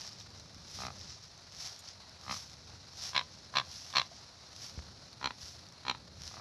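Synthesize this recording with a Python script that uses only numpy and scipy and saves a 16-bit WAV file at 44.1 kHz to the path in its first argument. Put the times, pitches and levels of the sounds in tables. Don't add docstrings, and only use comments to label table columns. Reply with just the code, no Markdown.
import sys
import numpy as np
from scipy import signal
from scipy.fft import rfft, irfft, next_fast_len
from scipy.io import wavfile
from scipy.ndimage import uniform_filter1d

SR = 44100
rng = np.random.default_rng(int(sys.argv[2]) if len(sys.argv) > 2 else 0)


def rack_gain(trim_db):
    fader = np.asarray(trim_db, float)
    return 10 ** (fader / 20)


def output_pcm(signal):
    pcm = np.clip(np.atleast_2d(signal).T, -1, 1) * 32767
    wavfile.write(sys.argv[1], SR, np.round(pcm).astype(np.int16))


N = 282444


def colour(x, points):
    hz, db = np.transpose(points)
    n = next_fast_len(len(x))
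    log_hz = np.log(np.arange(n // 2 + 1) * SR / n + 1)
    gain = rack_gain(np.interp(log_hz, np.log(hz), db, left=-60, right=-60))
    y = irfft(rfft(x, n) * gain, n)[:len(x)]
    return y / np.std(y)


def walk(rate):
    hold = int(SR / rate)
    steps = np.repeat(rng.standard_normal(N // hold + 1), hold)
    return 1.13 * uniform_filter1d(uniform_filter1d(steps, hold), hold)[:N]


def add(out, s, sound):
    i = int(s * SR)
    out[i:i + len(sound)] += sound[:N - i]


def ring(hz, db, t60, glide=0.):
    t = np.arange(int(t60 * SR) + 1) / SR
    return rack_gain(db - 60 * t / t60) * np.sin(2 * np.pi * hz * t * (1 + glide * t / t60))


# centre in seconds, rise over the rest level in dB, half-length in seconds.
TRAFFIC_SWELLS = [(.68, 4.1, 0.43), (2.3, 3, 0.25), (3.22, 3.7, 0.084), (3.75, 1.5, 0.39), (4.8, 4, 0.2),
                  (6.4, 3.2, 0.3)]


def traffic_db():
    t = np.arange(N) / SR
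    swells = sum(db * np.exp(-((t - s) / half) ** 2) for s, db, half in TRAFFIC_SWELLS)
    return -59.5 + swells


# frequency in Hz, density in dB per Hz.
TOWN_SPECTRUM = [(15, -57), (25, 2), (43, -19), (58, -6.5), (86, 0.5), (189, -8), (253, -13), (442, -20),
                 (512, -16), (600, -19.5), (780, -81), (1320, -120)]


def town():
    return rack_gain(traffic_db() + 2.17 * walk(7.0)) * colour(rng.standard_normal(N), TOWN_SPECTRUM)


# frequency in Hz, density in dB per Hz.
RUSTLE_SPECTRUM = [(180, -14), (300, -13.5), (400, -7), (477, -12), (560, -6.5), (626, -2.5), (758, -4),
                   (1350, -6.5), (1710, -8.5), (3250, -13.5), (4130, -1), (5690, -7), (8210, -26.5),
                   (10400, -25), (13700, -40)]


def rustle():
    crackle = rng.standard_normal(N) * rack_gain(2.2 * walk(150) + 1.06 * walk(12))
    return rack_gain(-57.5) * colour(crackle, RUSTLE_SPECTRUM)


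def sweep(s, db, drag, rise, fall):
    t = np.arange(N) / SR - s
    drag_loss = 17 * np.clip(t, 0, max(drag, 0))
    return rack_gain(db - rise * np.maximum(-t, 0) - drag_loss - fall * np.maximum(t - drag, 0)) ** 2


# loudest moment in seconds, level in dB, drag in seconds, top hiss against it in dB.
STRIDES = [(0.0, -46, 0.0, -23), (.76, -45, 0.054, -19), (1.63, -43, 0.011, -20.5),
           (2.33, -42.5, 0.029, -19), (3.039, -40.5, 0, -20), (3.72, -49.5, 0.26, -19.5),
           (4.62, -47.5, 0.034, -19), (5.42, -50, 0.11, -19), (6.26, -49, 0.024, -20.5)]
# loudest moment in seconds, level in dB, drag in seconds.
SCUFFS = [(.09, -55, 0.0092), (.19, -54.5, .03), (.61, -59, .005), (1.01, -52.5, .04), (1.09, -50, 0.034),
          (1.878, -49.5, 0.0044), (3.33, -60, 0.028), (3.44, -64, .01), (4.16, -57, 0.019),
          (4.44, -66, 0.033), (4.78, -55.5, 0.013), (5.69, -73, 0.047)]
# time in seconds, level in dB.
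SETTLE = [(0, -58.5), (1.5, -60), (2.1, -66), (2.6, -60.5), (3.3, -58), (3.6, -63), (4.2, -61), (5.0, -60),
          (5.7, -74), (6.4, -61)]


def footwork():
    settle_s, settle_db = np.transpose(SETTLE)
    swish = rack_gain(np.interp(np.arange(N) / SR, settle_s, settle_db)) ** 2
    hiss = swish * rack_gain(-25.5) ** 2
    for s, db, drag, hiss_db in STRIDES:
        power = sweep(s, db, drag, rise=180, fall=116)
        swish, hiss = swish + power, hiss + power * rack_gain(hiss_db) ** 2
    for s, db, drag in SCUFFS:
        power = sweep(s, db, drag, rise=260, fall=232)
        swish, hiss = swish + power, hiss + power * rack_gain(-28.5) ** 2
    return np.sqrt(swish), np.sqrt(hiss)


# frequency in Hz, density in dB per Hz.
SWISH_SPECTRUM = [(350, -31), (600, -22), (709, -12), (837, -14), (1180, -14.5), (1680, -14.5),
                  (2830, -13.5), (4620, -4), (5450, 0.5), (6230, -6), (8500, -31.5), (11000, -73),
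                  (18700, -120)]
HISS_SPECTRUM = [(4710, -19), (8000, -12), (8770, -15.5), (9930, -5), (11100, -6), (13000, -13.5),
                 (13700, -19)]


def grass():
    swish, hiss = footwork()
    struck = rng.random(N) < .15
    grains = rng.standard_normal(N) * rack_gain(2.3 * rng.exponential(size=N)) * struck
    flutter = rack_gain(2.3 * walk(60) + 0.93 * walk(25.004))
    grains = grains / np.std(grains) * flutter + .5 * rng.standard_normal(N)
    return rack_gain(0.5) * (swish * colour(grains, SWISH_SPECTRUM) + hiss * colour(grains, HISS_SPECTRUM))


# start in seconds,
# level in dB, frequency in Hz.
STALKS = [(0.01, -28, 5640), (0.017, -30.5, 4660), (0.067, -35, 5170), (0.0917, -30, 4970),
          (0.131, -35, 4960), (0.1997, -34, 5600), (0.2104, -33, 3820), (0.2254, -40, 5560),
          (0.3044, -38, 4800), (0.3854, -46, 4720), (0.398, -35, 5900), (0.546, -35, 5340),
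          (0.603, -42, 5240), (0.993, -32, 5170), (1.238, -35.5, 5300), (1.378, -39, 6100),
          (1.7244, -41, 5000), (2.095, -35, 5350), (2.3774, -37, 5370), (3.928, -29, 3600),
          (4.8686, -43, 4160), (5.1302, -33.5, 4450), (5.5914, -39, 4060), (5.667, -36, 4690),
          (5.6874, -39, 5760), (5.7243, -37, 5600)]


def stalks():
    out = np.zeros(N)
    for s, db, hz in STALKS:
        add(out, s, ring(hz, db - 4, .007))
        add(out, s, ring(2.1 * hz, db - 26, .003))
    return out


# start in seconds, level in dB, frequency in Hz, # 60 dB
# decay in seconds.
BUMPS = [
    (0.565, -32, 116, 0.011),
    (2.735, -45, 95, 0.065),
    (4.672, -57, 120, 0.03),
    (4.776, -29.5, 87, 0.05),
    (4.789, -39, 72, 0.11),
    (5.43, -43.5, 76, 0.081),
    (6.197, -43, 71.6, .1),
    (6.249, -48, 75.4, 0.33),
]


def hand():
    out = np.zeros(N)
    for s, db, hz, t60 in BUMPS:
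        add(out, s, -ring(hz, db, t60))
    add(out, 4.776, rack_gain(-43) * np.hanning(40))
    add(out, 4.791, rack_gain(-32.0) * np.hanning(18))
    return out


def tube(x, modes, factor):
    y = 0
    for k, (hz, width, db) in enumerate(modes):
        width = max(width, .045 * hz)
        r, w = np.exp(-np.pi * width / SR), 2 * np.pi * hz * factor / SR
        ringing = signal.lfilter([0, 1], [1, -2 * r * np.cos(w), r * r], x)
        y = y + (-1) ** k * rack_gain(db) * np.sin(w) * ringing
    return y


THROAT = {"bowed": [(734, 107, -1.5), (1240, 150, 3.5), (2210, 230, -5)], "away": [(670, 250, -5),
          (1176, 194, 7), (1420, 340, -17), (1750, 320, -10)], "stretched": [(647, 110, -10.5),
          (1036, 62, 4.5), (1253, 114, -1), (1615, 79, 3)], "curled": [(820, 300, 4), (921, 87, 4),
          (1356, 50, 2), (1840, 150, 1)]}
BEAK = {"bowed": [(2440, 300, 1), (4140, 170, 2), (5400, 450, -4)], "away": [(2340, 180, 4.5),
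        (2610, 470, 0.5), (3140, 280, -2), (4300, 130, -1.5), (5540, 500, -16)],
        "stretched": [(2226, 88, -0.5), (2880, 150, -5.5), (3390, 160, -1), (4070, 190, 3.5),
        (5540, 410, -3.5), (7200, 440, -20.5), (8340, 410, -28), (11200, 930, -24.5)],
        "curled": [(2230, 160, -2), (2640, 260, 7.5), (3350, 110, 0.5), (3700, 180, 4), (4140, 105, 5.5),
        (5660, 210, -4.5), (6960, 430, -11), (8360, 500, -24), (11000, 730, -20)]}
BREAST = {"bowed": [(128, 64, -17), (225, 55, -20), (603, 180, -43)], "away": [(125, 110, -13.5),
          (245, 70, -19), (560, 94, -23)], "stretched": [(128, 32, -26), (280, 80, -31.5),
          (536, 97, -19.5)], "curled": [(132, 97, -18.5), (243, 35, -23.5), (497, 210, -23.5)]}
BOUNCES = {"bowed": [(.8, -.9), (1.3, .8), (2.56, .7)], "away": [(.9, -.9), (1.8, .8), (2.56, .7)],
           "stretched": [(1.3, -.8), (1.8, .6), (3.0, 1.1), (3.9, -.4)], "curled": [(.9, -1), (2.0, 1),
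           (3.1, -.6)]}


def snap(db, soft_db, beak_db, factor, neck):
    factor = factor * (1 + .012 * rng.standard_normal())
    push, back, sharp = np.zeros((3, int(.04 * SR)))
    width = int(.00045 * SR)
    push[:width] = np.hanning(width) / 8
    for delay_ms, share in BOUNCES[neck]:
        place = int((delay_ms / factor + .045 * rng.standard_normal()) * SR / 1000)
        back[place] += share
        sharp[place] += share * rack_gain(1.5 * rng.standard_normal())

    ms = np.arange(len(push)) * 1000 / SR
    choke = .1 + .9 * np.exp(-(np.maximum(ms - 4.3, 0) / 1.1) ** 2)

    throat = 0.34 * tube(push + 0.21 * back, THROAT[neck], factor)
    cycle = np.sin(np.linspace(0, 2 * np.pi, 2 * width)) * np.linspace(1, .3, 2 * width)
    throat[:2 * width] += .3 * cycle
    dulling_db = 0.64 * min(soft_db - 1.5, 0)
    beak = rack_gain(beak_db - 5.5 + dulling_db) * tube(sharp, BEAK[neck], factor)
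    breast = tube(push, BREAST[neck], factor)
    return rack_gain(db) * (throat * choke ** .65 + choke * beak + breast)


ARCH = {"bowed": (-6.5, -3), "away": (-20.5, -9.5), "stretched": (-14.5, -4.5), "curled": (-12.5, -3.5)}
REBOUND = {"away": (-5, -4), "bowed": (-6, -2), "stretched": (12.5, -27), "curled": (-4, -5)}


def grunt(out, first, last, loudest, period_ms, knock, top_db, beak_db, factor, knock_db, neck):
    at = np.linspace(first, last, int(round((last - first) * 1000 / period_ms)) + 1)
    rise_db, fall_db = ARCH[neck]
    rise = np.clip(1.2 * (loudest - at) / (loudest - first), 0, 1) ** 1.5
    fall = np.clip((at - loudest) / (last - loudest), 0, 1) ** 1.6
    soft_db = rise_db * rise + fall_db * fall

    start_db, change_db = REBOUND[neck]
    twin_db = start_db + change_db * (at - first) / (last - first)
    twin_db[0] = -5
    for s, soft, twin in zip(at, soft_db, twin_db):
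        add(out, s, snap(top_db + soft, soft, beak_db, factor, neck))
        rebound = snap(top_db + soft + twin - 3.5, soft + twin, beak_db - 0.5, factor, neck)
        add(out, s + .0049, rebound)
    add(out, knock, snap(knock_db, 1.26 * (knock_db - top_db), beak_db, factor, neck))


# first snap, last snap and loudest moment in seconds, period in milliseconds,
# trailing knock in seconds.
GRUNTS = [
    (.7878, .8822, .843, 15.7, .9035),
    (2.2345, 2.3405, 2.308, 15.1, 2.3645),
    (3.1315, 3.191, 3.168, 14.9, 3.2105),
    (3.5385, 3.597, 3.570, 14.7, 3.6125),
    (3.937, 3.9955, 3.972, 14.6, 4.0142),
    (5.2125, 5.2715, 5.252, 14.8, 5.306),
    (5.8505, 5.911, 5.896, 15.1, 5.9475),
    (6.3125, 6.3965, 6.355, 28, 6.3775),
]
# loudest level in dB, beak brightness in dB, throat pitch factor,
# trailing knock in dB.
VOICES = [(-25.5, -9, 0.992, -31.5), (-22.5, -3.5, 0.976, -35.5), (-20, 3.5, 0.976, -28),
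          (-17, 1, 1.015, -30.5), (-16.5, 3, 1.027, -24), (-19.5, -7.5, 1.03, -27), (-19.5, -5, 1.002, -32),
          (-34, -13, 0.95, -37)]
NECKS = ["bowed", "away", "stretched", "stretched", "stretched", "curled", "curled", "bowed"]
# delay in milliseconds, level in dB.
BANKS = [(6.1, -23.5), (11.3, -17), (19.7, -53), (31.0, -33)]


def flamingos():
    out = np.zeros(N)
    for timing, voice, neck in zip(GRUNTS, VOICES, NECKS):
        grunt(out, *timing, *voice, neck)
    t = np.arange(int(.12 * SR)) / SR
    space = rack_gain(-44 - 60 * t / 0.2) * rng.standard_normal(len(t)) * (t > .003)
    space[0] = 1
    for ms, db in BANKS:
        space[int(ms * SR / 1000)] += rack_gain(db)
    return signal.fftconvolve(out, space)[:N]


# start in seconds, level in dB.
TINKLES = [
    (1.7455, -67),
    (1.7915, -54),
    (1.803, -59),
]
# frequency in Hz, level in dB, 60 dB decay in seconds.
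BUCKLE_MODES = [(3400, -1, .03), (6900, 7, .035), (8550, 1, .035), (11300, -5, .03), (13000, -8, .03)]


def buckle():
    out = np.zeros(N)
    for s, db in TINKLES:
        for hz, mode_db, t60 in BUCKLE_MODES:
            add(out, s, ring(hz, db + mode_db, t60))
    return out


# start in seconds, level in dB, frequency in Hz, 60 dB decay in seconds.
DRIPS = [
    (4.115, -47.5, 666, 0.078),
    (2.72, -57, 2500, 0.037),
    (2.755, -54, 1400, 0.028),
]


def water():
    out = np.zeros(N)
    for s, db, hz, t60 in DRIPS:
        add(out, s, ring(hz, db, t60, glide=0.13))
    return out


def scene():
    return (town() + rustle() + grass() + stalks() + hand() + flamingos() + buckle() + water())[None]


def band_limit(x):
    return signal.sosfilt(signal.butter(12, 14290, fs=SR, output="sos"), x)


def record(dry):
    band = signal.butter(N=3, Wn=[48, 14200], btype="band", fs=SR, output="sos")
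    mix = signal.sosfilt(band, dry)
    return band_limit(mix)


dry = scene()
out = record(dry)
output_pcm(out)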